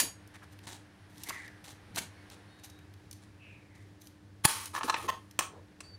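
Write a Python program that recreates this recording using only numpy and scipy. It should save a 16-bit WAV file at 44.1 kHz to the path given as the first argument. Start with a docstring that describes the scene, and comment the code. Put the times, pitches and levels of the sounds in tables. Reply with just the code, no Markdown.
"""Steel scissors work lengthwise through a plastic sealant cartridge, close by in a small room.
The blades clash, then tick and rasp under load until the wall gives with one loud snap; they scrape
back out of the slit and knock on the hollow tube. Blows are noise bursts and decaying modes, friction
is random clicks through filters and modes. Rubs, swishes, whistles, room noise and mains hum lie low."""
import sys
import numpy as np
from scipy import signal
from scipy.io import wavfile

SR = 44100
rng = np.random.default_rng(int(sys.argv[2]) if len(sys.argv) > 2 else 0)


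def master(y):
    """Save y as 16-bit WAV."""
    cut = np.clip(np.atleast_2d(y).T, -1, 1)
    pcm = np.round(cut * 32767)  # scale
    wavfile.write(sys.argv[1], SR, pcm.astype(np.int16))


N = 263718
TIME_S = np.arange(N) / SR
BLOW_S = TIME_S[:SR // 2]

# grip on the tube shifting: t/s, length/s, level/dB, centre f/Hz
RUBS = [(-0.03, 0.12, -47.5, 278.2), (-0.04, 0.16, -53.5, 644), (0.335, 0.043, -53, 1710),
        (0.415, 0.036, -52.5, 1468), (1.856, 0.24, -53, 197.5), (2.24, 0.27, -68, 479),
        (4.829, 0.047, -40.5, 320.3), (5.02, 0.07, -48, 364), (5.482, 0.17, -56, 441),
        (5.491, 0.13, -59, 900)]
# blades closing hard: t/s, crack level/dB, crack t60/s, jammed ring/dB, free ring/dB, thump/dB
SNAPS = [(0.0, -21, 0.11, -33.5, -22.5, -55.5), (1.986, -32.5, 0.055, -64, -45, -51),
         (4.4517, -17.5, 0.016, -19, -47, -23), (4.4559, -35.5, 0.043, -18.5, -40.5, -35)]
# modes of the open blades: f/Hz, relative level/dB, t60/s
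FREE_BLADE_MODES = [(2805, -14, .2), (4656, -3, .21), (4740, -8, .12), (6583, -2, .22), (6855, -1, .21),
                    (6925, -3, .2), (8301, -9, .28), (10040, -4, .14), (10110, -5, .2), (10438, -1, .19),
                    (12150, -4, .15), (12740, -6, .14), (14230, -7, .16), (15170, -4, .13)]
# modes of the blades jammed in the slit: f/Hz, relative level/dB, t60/s
JAMMED_BLADE_MODES = [(890, -1, .025), (1090, -4, .025), (1740, -7, .025), (2600, -8, .014),
                      (3350, -4, .025), (4280, -5, .02), (4650, -9, .025), (5480, -9, .018),
                      (7050, -5, .02), (8300, -8, .018), (8850, -1, .016), (9750, 2, .016),
                      (10030, 5, .013), (11220, 1, .016), (12150, -8, .018), (14700, 1, .009)]
# spectrum of snap cracks and blade scrape: f/Hz, relative level/dB
SCRAPE_SPECTRUM = [(88, -69.5), (150, -38.5), (189, -26.5), (296, -12), (490, -9.5), (1000, -7),
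                   (1420, -7.5), (1800, -3.5), (2810, -4), (4560, -5.5), (7710, -6.5), (9730, -4.5),
                   (15500, -24)]
# spectrum of the room noise: f/Hz, relative level/dB
AIR_SPECTRUM = [(15, -70), (25, -41.5), (101, 3.5), (126, -11), (209, -8.5), (233, -19), (305, -14),
                (331, -15.5), (703, -27), (997, -30.5), (1750, -41.5), (3930, -36.5), (7300, -41.5),
                (13900, -53), (15500, -51)]
# course of the faint hiss: t/s, relative level/dB
HISS_SWELL = [(0, -58), (0.9, -59.5), (2.3, -56), (2.9, -61.5), (4.3, -65), (5.98, -62.5)]
# spectrum of the hiss: f/Hz, relative level/dB
HISS_SPECTRUM = [(400, 2), (800, 2.5), (1300, 0), (1750, 4), (2100, -1), (3000, -6), (5500, -12),
                 (7500, -22.5), (9500, -14), (15000, -33)]
# mains hum partials: f/Hz, mean level/dB
HUM_PARTIALS = [(100, -62.5), (200, -73), (301, -65.5)]
# wall yielding under the blades: t/s, relative level/dB, treble tilt/(dB per octave)
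TICKS = [(0.275, -47.5, 14), (0.5896, -45, -14), (1.1804, -42.5, 0), (1.2045, -48, -5), (1.2352, -29, 7.5),
         (1.294, -27, 1), (1.479, -42, -9), (1.6415, -44, -4), (1.96, -26, 5), (1.9804, -35, 19),
         (1.9841, -22, -13.5), (2.3, -41.5, -2), (2.6443, -38, 5), (2.6989, -43, 2), (2.7892, -47.5, -15),
         (2.9386, -49, -4), (3.1117, -35.5, 4.5), (3.1287, -37.5, 8), (4.018, -46.5, 3), (4.0714, -42.5, 2),
         (4.657, -27.5, 9), (5.3109, -43, 3)]
# spectrum of a tick before tilt: f/Hz, relative level/dB
TICK_SPECTRUM = [(40, -45), (300, -43), (900, -34), (1700, -1.5), (2500, 2.5), (3200, 2.5), (4100, 3),
                 (5000, 4.5), (6000, 4.5), (7500, -3.5), (9500, 0), (11200, -6), (13200, -6), (14200, -34),
                 (15500, -19)]
# modes of the pivot under load: f/Hz, relative level/dB, t60/s
PIVOT_MODES = [(3900, -5, .012), (5950, -2, .014), (6350, -3, .014), (8900, -3, .014), (11200, -1, .012),
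               (12400, -3, .008), (13650, 0, .01)]
# edges creeping: t/s, length/s, starting level/dB, change over the push/dB, relative pivot ring/dB
RASPS = [(0.338, 0.02, -63, 10.5, -12), (0.427, 0.017, -61.5, 1, -8), (0.511, 0.025, -71, 8, -4),
         (0.63, 0.03, -57.5, -5, -19), (0.667, 0.1, -44.5, -11.5, -14), (1.095, 0.18, -71, 17, -5),
         (1.26, 0.028, -59, 9, -4), (1.285, 0.013, -45, 5, 2), (1.335, 0.13, -58, -1.5, -27),
         (1.641, 0.085, -52.5, -1.5, -9), (1.944, 0.037, -51.5, 16, -10), (2.309, 0.036, -52, -3, -24),
         (2.586, 0.011, -62.5, 1, -13), (2.631, 0.03, -57, 3.5, -3), (3.149, 0.098, -83, 20, -23),
         (3.747, 0.094, -66.5, -8, -12), (3.997, 0.084, -70.5, 3, 4.5)]
# spectrum of the rasping plastic: f/Hz, relative level/dB
RASP_SPECTRUM = [(40, -37), (300, 4.5), (600, -7), (850, 4.5), (1200, -6), (1800, -1.5), (2400, -4.5),
                 (4000, 0), (4900, -5.5), (9600, -5.5), (12000, -21), (15500, -22)]
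# narrow swishes: t/s, starting centre f/Hz, level/dB
SWISHES = [(1.248, 2074, -45.5), (3.381, 2620, -57), (3.682, 2096, -66.5)]
# blades striking the tube, and the room's reflections of the 5.39 s clack (rows 5.407 and 5.42):
# t/s, contact or build-up/s, tube ring/dB, crack level/dB, crack cut-off f/Hz, ping f/Hz
KNOCKS = [(1.3045, 0.0008, -37, -38.5, 2930, 1870), (1.9702, 0.001, -69, -37, 1970, 1670),
          (4.749, 0.0015, -33.5, -40, 5980, 1720), (4.759, 0.0065, -44, -39, 5040, 1710),
          (4.777, 0.0023, -38, -43, 4000, 1820), (4.808, 0.003, -34.5, -40.5, 3000, 1620),
          (4.8312, 0.0012, -32, -35, 6000, 1470), (4.8959, 0.002, -21, -30, 6400, 4080),
          (4.9415, 0.00081, -36, -26.5, 3560, 2750), (4.96, 0.0034, -35, -41, 3020, 1860),
          (5.084, 0.0033, -31.5, -44.5, 4030, 6420), (5.3905, 0.00024, -28, -22, 17920, 2625),
          (5.407, 0.00063, -33, -38, 12000, 1223), (5.42, 0.0027, -40, -40, 4000, 1310),
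          (5.8041, 0.0013, -53, -43, 10160, 2670)]
# modes of the hollow tube: f/Hz, relative level/dB, t60/s
TUBE_MODES = [(880, -5, .03), (1085, 0, .034), (1170, -3, .025), (1290, -5, .03), (1725, -7, .028),
              (2540, -14, .022), (4050, -22, .015)]
# spectrum of a knock's crack: f/Hz, relative level/dB
CRACK_SPECTRUM = [(40, -40), (200, -27), (700, 4), (1400, 0.5), (2100, -0.5), (2700, 3), (3300, -5.5),
                  (4000, -2.5), (4700, -4.5), (6100, 1), (7000, -2), (8500, 1.5), (10000, -4.5),
                  (12000, -14.5), (15500, -9.5)]
# thin whistles: t/s, length/s, starting f/Hz, glide/Hz, mean level/dB
WHISTLES = [(2.16, 0.076, 4400, 28, -77), (2.166, 0.073, 2170, 25, -67), (2.48, .2, 4300, 30, -74),
            (2.491, 0.34, 3750, 57, -70), (5.833, 0.12, 4590, -13.5, -58.5)]
# blades sliding in the slit: t/s, length/s, edge scrape/dB, tube judder/dB, change over the stroke/dB
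SLIDES = [(4.436, 0.013, -42.5, -51, 20.5), (4.482, 0.2, -35, -45, -13), (4.731, 0.06, -46.5, -42, -0.5),
          (4.835, 0.038, -36.5, -42, -11.5), (4.873, 0.035, -47.5, -36, -2.5),
          (4.958, 0.11, -50.5, -47.5, -0.5), (5.077, 0.026, -59, -35, 4), (5.093, 0.26, -62.5, -65, -18)]
# decay of the room: f/Hz, t60/s
ROOM_DECAY = [(150, .25), (1300, .2), (3500, .21), (9000, .19), (15000, .15)]
# table top and walls: delay/s, level/dB
ECHOES = [(.0034, -22), (0.0122, -20), (.0275, -22.5), (0.0325, -26), (0.0391, -36.5)]

AIR_DB = -57.5
TICK_T60_S = .027
RASP_RISE_S, RASP_RELEASE_S = 0.0048, 0.0055
SWISH_PEAK_S, SWISH_SAG_OCTAVES_PER_S2 = 0.089, 2.4
PING_T60_S = .026
PING_DB, PUSH_DB = -8.5, -19  # relative to the crack; ping at 1 ms contact
PING_DB_PER_OCTAVE = 5.4  # each doubling of the contact time favours the ping
WHISTLE_RISE_S, WHISTLE_RELEASE_S = 0.0079, 0.0083
SLIDE_RISE_S, SLIDE_RELEASE_S = 0.015, 0.0023
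GRIP_DETUNE = .025  # rms share by which the grip shifts the tube's modes from stroke to stroke
BAND_EDGE_HZ = 15850


def amp(db):
    """Decibels to gain."""
    return 10 ** (np.asarray(db) / 20)


def evened(x):
    """Scales to rms 1."""
    return x / np.sqrt(np.mean(x ** 2) + 1e-20)


def struck(x, size=256):
    """Scales a blow so that its energy equals rms 1 over `size` samples."""
    return x / np.sqrt(np.sum(x ** 2) / size + 1e-20)


def read(points, hz):
    """Reads a spectrum on a log-frequency axis."""
    f, value = np.transpose(points)
    return np.interp(np.log(hz + 1), np.log(f + 1), value)


def add(mix, start_s, sound):
    """Mixes a sound in at start_s."""
    part = mix[max(round(start_s * SR), 0):][:len(sound)]
    part += sound[:len(part)]


def coloured(x, points, tilt_db=0, cut_hz=SR, size=4096):
    """Minimum-phase filter from a spectrum, with a treble tilt and a soft upper cut-off."""
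    hz = abs(np.fft.fftfreq(size, 1 / SR))
    tilted_db = read(points, hz) + tilt_db * np.log2(1 + hz / 2000)  # full slope well above 2 kHz
    gain = amp(tilted_db) / np.sqrt(1 + (hz / cut_hz) ** 6)
    log_gain = np.log(np.maximum(gain, 1e-5))
    taps = np.fft.ifft(np.exp(np.conj(signal.hilbert(log_gain)))).real
    return signal.oaconvolve(x, taps[:size // 2])[:len(x)]


def dying(t60_s):
    """Exponential decay by 60 dB in t60_s, at least 1 ms."""
    return np.exp(-np.log(1000) * BLOW_S / max(t60_s, 1e-3))


def burst(t60_s):
    """Dying noise: a cluster of tiny fractures."""
    return rng.standard_normal(len(BLOW_S)) * dying(t60_s)


def ring(modes, detune=0.):
    """One blow on a set of decaying modes, each randomly shifted by the share detune."""
    out = np.zeros(len(BLOW_S))
    for hz, db, t60_s in modes:
        shifted_hz = hz * (1 + detune * rng.normal())
        out += amp(db) * dying(t60_s) * np.sin(2 * np.pi * (shifted_hz * BLOW_S + rng.random()))
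    return struck(out)


def wander(per_s):
    """Random curve of rms 1 with per_s knots a second."""
    knots = rng.standard_normal(N // 20)
    return evened(np.interp(TIME_S * per_s, np.arange(len(knots)), knots))


def friction(per_s, spread_db, clump_db):
    """Stick and slip: tiny clicks of uneven size whose strength comes in clumps."""
    slips = (rng.random(N) < per_s / SR) * rng.choice([-1, 1], N)
    size_db = spread_db * np.minimum(rng.exponential(1, N), 4)
    return slips * amp(size_db + clump_db * wander(130))


def level(rows):
    """Gain curve from (t/s, level/dB) rows, silent outside them."""
    s, db = np.transpose(rows)
    return amp(np.interp(TIME_S, s, db, left=-140, right=-140))


def band(hz, width_hz):
    """Noise in one resonance that follows the curve hz."""
    r = np.exp(-np.pi * width_hz / SR)
    noise = rng.standard_normal(N) + 1j * rng.standard_normal(N)
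    slow = signal.lfilter([1], [1, -2 * r, r * r], noise)
    carrier = np.exp(2j * np.pi * np.cumsum(hz * np.ones(N)) / SR)
    return evened((slow * carrier).real)


def stroke(start_s, length_s, change_db, rise_s, release_s):
    """One push of the hand: a quick rise, a hold that steadily gains or loses force, a release."""
    t = TIME_S - start_s
    rise = np.clip(t / rise_s, 0, 1)
    hold = amp(change_db * np.clip(t / length_s, 0, 1))
    return rise * hold * np.exp(-np.clip((t - length_s) / release_s, 0, 20))


def rubs(spread=0.73):
    """Skin on plastic: broad noise bands in soft half-sine swells."""
    out = np.zeros(N)
    for start_s, length_s, db, hz in RUBS:
        swell = np.sin(np.pi * np.clip((TIME_S - start_s) / length_s, 0, 1))
        out += amp(db) * swell * band(hz, spread * hz)
    return out


def snaps(tilt_db=2.0, rise_s=0.00028):
    """The blades jump shut: a crack runs through the plastic and the steel rings."""
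    out = np.zeros(N)
    onset = 1 - np.exp(-(BLOW_S / rise_s) ** 2)
    for start_s, crack_db, t60_s, jammed_db, free_db, _ in SNAPS:
        crack = struck(coloured(burst(t60_s) * onset, SCRAPE_SPECTRUM, tilt_db))
        jammed = struck(onset * ring(JAMMED_BLADE_MODES, detune=0.0019))
        free = onset * ring(FREE_BLADE_MODES)
        add(out, start_s, amp(crack_db) * crack + amp(jammed_db) * jammed + amp(free_db) * free)
    return out


def thumps(thump_hz=115, thump_t60_s=0.015, rise_t60_s=.004):
    """Each snap jolts the hands and the table: a low decaying cosine."""
    out = np.zeros(N)
    envelope = dying(thump_t60_s) * (1 - dying(rise_t60_s))
    thump = struck(np.cos(2 * np.pi * thump_hz * BLOW_S) * envelope)
    for k, (start_s, *_, thump_db) in enumerate(SNAPS):
        add(out, start_s, (-1) ** k * amp(thump_db) * thump)  # push and recoil alternate
    return out


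def background(hiss_db=-3, flutter_db=2, drift_rad=0.31):
    """Low room noise, a faint hiss that swells and sinks, and a wavering mains hum."""
    air = evened(coloured(rng.standard_normal(N), AIR_SPECTRUM))
    air = amp(AIR_DB) * air * amp(wander(8.5))
    hiss = evened(coloured(rng.standard_normal(N), HISS_SPECTRUM))
    hiss = amp(hiss_db) * level(HISS_SWELL) * hiss
    hum = np.zeros(N)
    for hz, db in HUM_PARTIALS:
        gain = amp(db + flutter_db * wander(37))
        hum += gain * np.sin(2 * np.pi * hz * TIME_S + drift_rad * wander(42))
    return air + hiss + np.sqrt(2) * hum


def ticks(gain_db=-12, pivot_db=-6, rise_t60_s=.001):
    """The loaded wall gives way in small bright steps that ping the pivot."""
    out = np.zeros(N)
    for start_s, db, tilt_db in TICKS:
        fractures = burst(TICK_T60_S) * (1 - dying(rise_t60_s))
        step = struck(coloured(fractures, TICK_SPECTRUM, tilt_db))
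        ping = amp(pivot_db) * ring(PIVOT_MODES, detune=0.0097)
        add(out, start_s, amp(db + gain_db) * (step + ping))
    return out


def rasps(clump_db=2.0, catches_per_s=700):
    """Fine friction while the edges creep forward; sparser catches set the loaded pivot ringing."""
    plastic = evened(coloured(friction(5000, 5.4, clump_db), RASP_SPECTRUM))
    catches = friction(catches_per_s, 1.3, 2.1)
    pivot = evened(signal.oaconvolve(catches, ring(PIVOT_MODES))[:N])
    out = np.zeros(N)
    for start_s, length_s, db, change_db, pivot_db in RASPS:
        push = stroke(start_s, length_s, change_db, RASP_RISE_S, RASP_RELEASE_S)
        out += amp(db) * push * (plastic + amp(pivot_db) * pivot)
    return out


def swishes(width_hz=430, sharpness=1.58):
    """Fuzzy noise bands that swell, then fade, sinking ever faster in pitch."""
    out = np.zeros(N)
    for start_s, hz, db in SWISHES:
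        t = np.maximum(TIME_S - start_s, 0)
        swell = (t / SWISH_PEAK_S * np.exp(1 - t / SWISH_PEAK_S)) ** sharpness
        sinking_hz = hz * 2 ** (-SWISH_SAG_OCTAVES_PER_S2 * t ** 2)
        out += amp(db) * swell * band(sinking_hz, width_hz)
    return out


def knocks(crack_t60_s=0.037, push_hz=330, push_t60_s=0.042):
    """Blows on the tube and two reflections of one: a crack, a tube ring, a blade ping, a low push."""
    out = np.zeros(N)
    push = struck(np.sin(2 * np.pi * push_hz * BLOW_S) * dying(push_t60_s))
    for start_s, contact_s, tube_db, crack_db, cut_hz, ping_hz in KNOCKS:
        fractures = burst(crack_t60_s) + 0.72 * burst(0.003)
        crack = struck(coloured(fractures, CRACK_SPECTRUM, cut_hz=cut_hz))
        octaves = np.log2(contact_s / .001)
        ping = amp(PING_DB + PING_DB_PER_OCTAVE * octaves) * ring([(ping_hz, 0, PING_T60_S)])
        tube = amp(tube_db) * ring(TUBE_MODES, detune=0.0072)
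        blow = tube + amp(crack_db) * (crack + ping + amp(PUSH_DB) * push)
        # a glancing contact builds up slowly; energy is kept
        swelling = blow * (1 - np.exp(-(BLOW_S / contact_s) ** 2))
        add(out, start_s, swelling * np.linalg.norm(blow) / np.linalg.norm(swelling))
    return out


def whistle(waver_hz=40, waver_db=2.5):
    """Thin, faint sine tones that glide and waver in pitch and level."""
    out = np.zeros(N)
    for start_s, length_s, hz, glide_hz, db in WHISTLES:
        glide = glide_hz * np.clip((TIME_S - start_s) / length_s, 0, 1)
        pitch_hz = hz + glide + waver_hz * wander(250)
        tone = np.sqrt(2) * np.sin(2 * np.pi * np.cumsum(pitch_hz) / SR)
        out += amp(db) * tone * stroke(start_s, length_s, 0, WHISTLE_RISE_S, WHISTLE_RELEASE_S)
    return out * amp(waver_db * wander(60))


def slide(steel_db=-5.5, plain_db=-2, shell_db=-6):
    """The slit pinches the moving blades: fine slips excite the steel, coarser ones the tube."""
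    fine = friction(5600, 0.68, 0.81)
    steel = evened(signal.oaconvolve(fine, ring(JAMMED_BLADE_MODES))[:N])
    plain = evened(coloured(fine, SCRAPE_SPECTRUM))
    edge = amp(steel_db) * steel + amp(plain_db) * plain
    coarse = friction(1000, 1.8, 3.3)
    shell_spectrum = [(100, -17.0), (350, 7.5), (600, 5.5), (1000, 5.5), (3000, 5), (8000, -9.5)]  # Hz, dB
    shell = evened(coloured(coarse, shell_spectrum))
    out = np.zeros(N)
    for start_s, length_s, edge_db, judder_db, change_db in SLIDES:
        tube = evened(signal.oaconvolve(coarse, ring(TUBE_MODES, detune=GRIP_DETUNE))[:N])
        judder = tube + amp(shell_db) * shell
        push = stroke(start_s, length_s, change_db, SLIDE_RISE_S, SLIDE_RELEASE_S)
        out += push * (amp(edge_db) * edge + amp(judder_db) * judder)
    return out


def room(x, tail_db=-12, build_s=0.036):
    """A few early echoes and a diffuse noise tail with a frequency-dependent decay."""
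    hz, t, z = signal.stft(rng.standard_normal(len(BLOW_S)), SR, nperseg=256)
    decay = amp(-60 * t / read(ROOM_DECAY, hz)[:, None])
    tail = signal.istft(z * decay, SR, nperseg=256)[1][:len(BLOW_S)]
    tail = tail * (1 - np.exp(-(BLOW_S / build_s) ** 2))
    response = amp(tail_db) * tail / np.linalg.norm(tail)
    for delay_s, db in ECHOES:
        add(response, delay_s, np.array([amp(db)]))
    return signal.oaconvolve(x, response)[:N]


def scene(side_db=-15):
    """All sources sit in the middle; only the treble of the blade sounds spreads slightly."""
    near = snaps() + ticks() + rasps() + knocks() + slide()
    # thumps stay too low and close to fill the room
    mid = near + room(near) + rubs() + thumps() + background() + swishes() + whistle()
    highpass = signal.butter(8, 5000, "high", fs=SR, output="sos")
    treble = signal.sosfilt(highpass, near)
    side = amp(side_db) * np.roll(treble, 14) * (TIME_S > .001)  # gate drops the wrapped samples
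    return np.array([mid + side, mid - side])


def record(dry):
    """Softly rounds off the highest peaks, then limits the band."""
    rounded = .9 * np.tanh(dry / .9)
    lowpass = signal.firwin(301, BAND_EDGE_HZ, window=("kaiser", 9), fs=SR)
    return signal.oaconvolve(rounded, lowpass[None], "same")


dry = scene()
out = record(dry)
master(out)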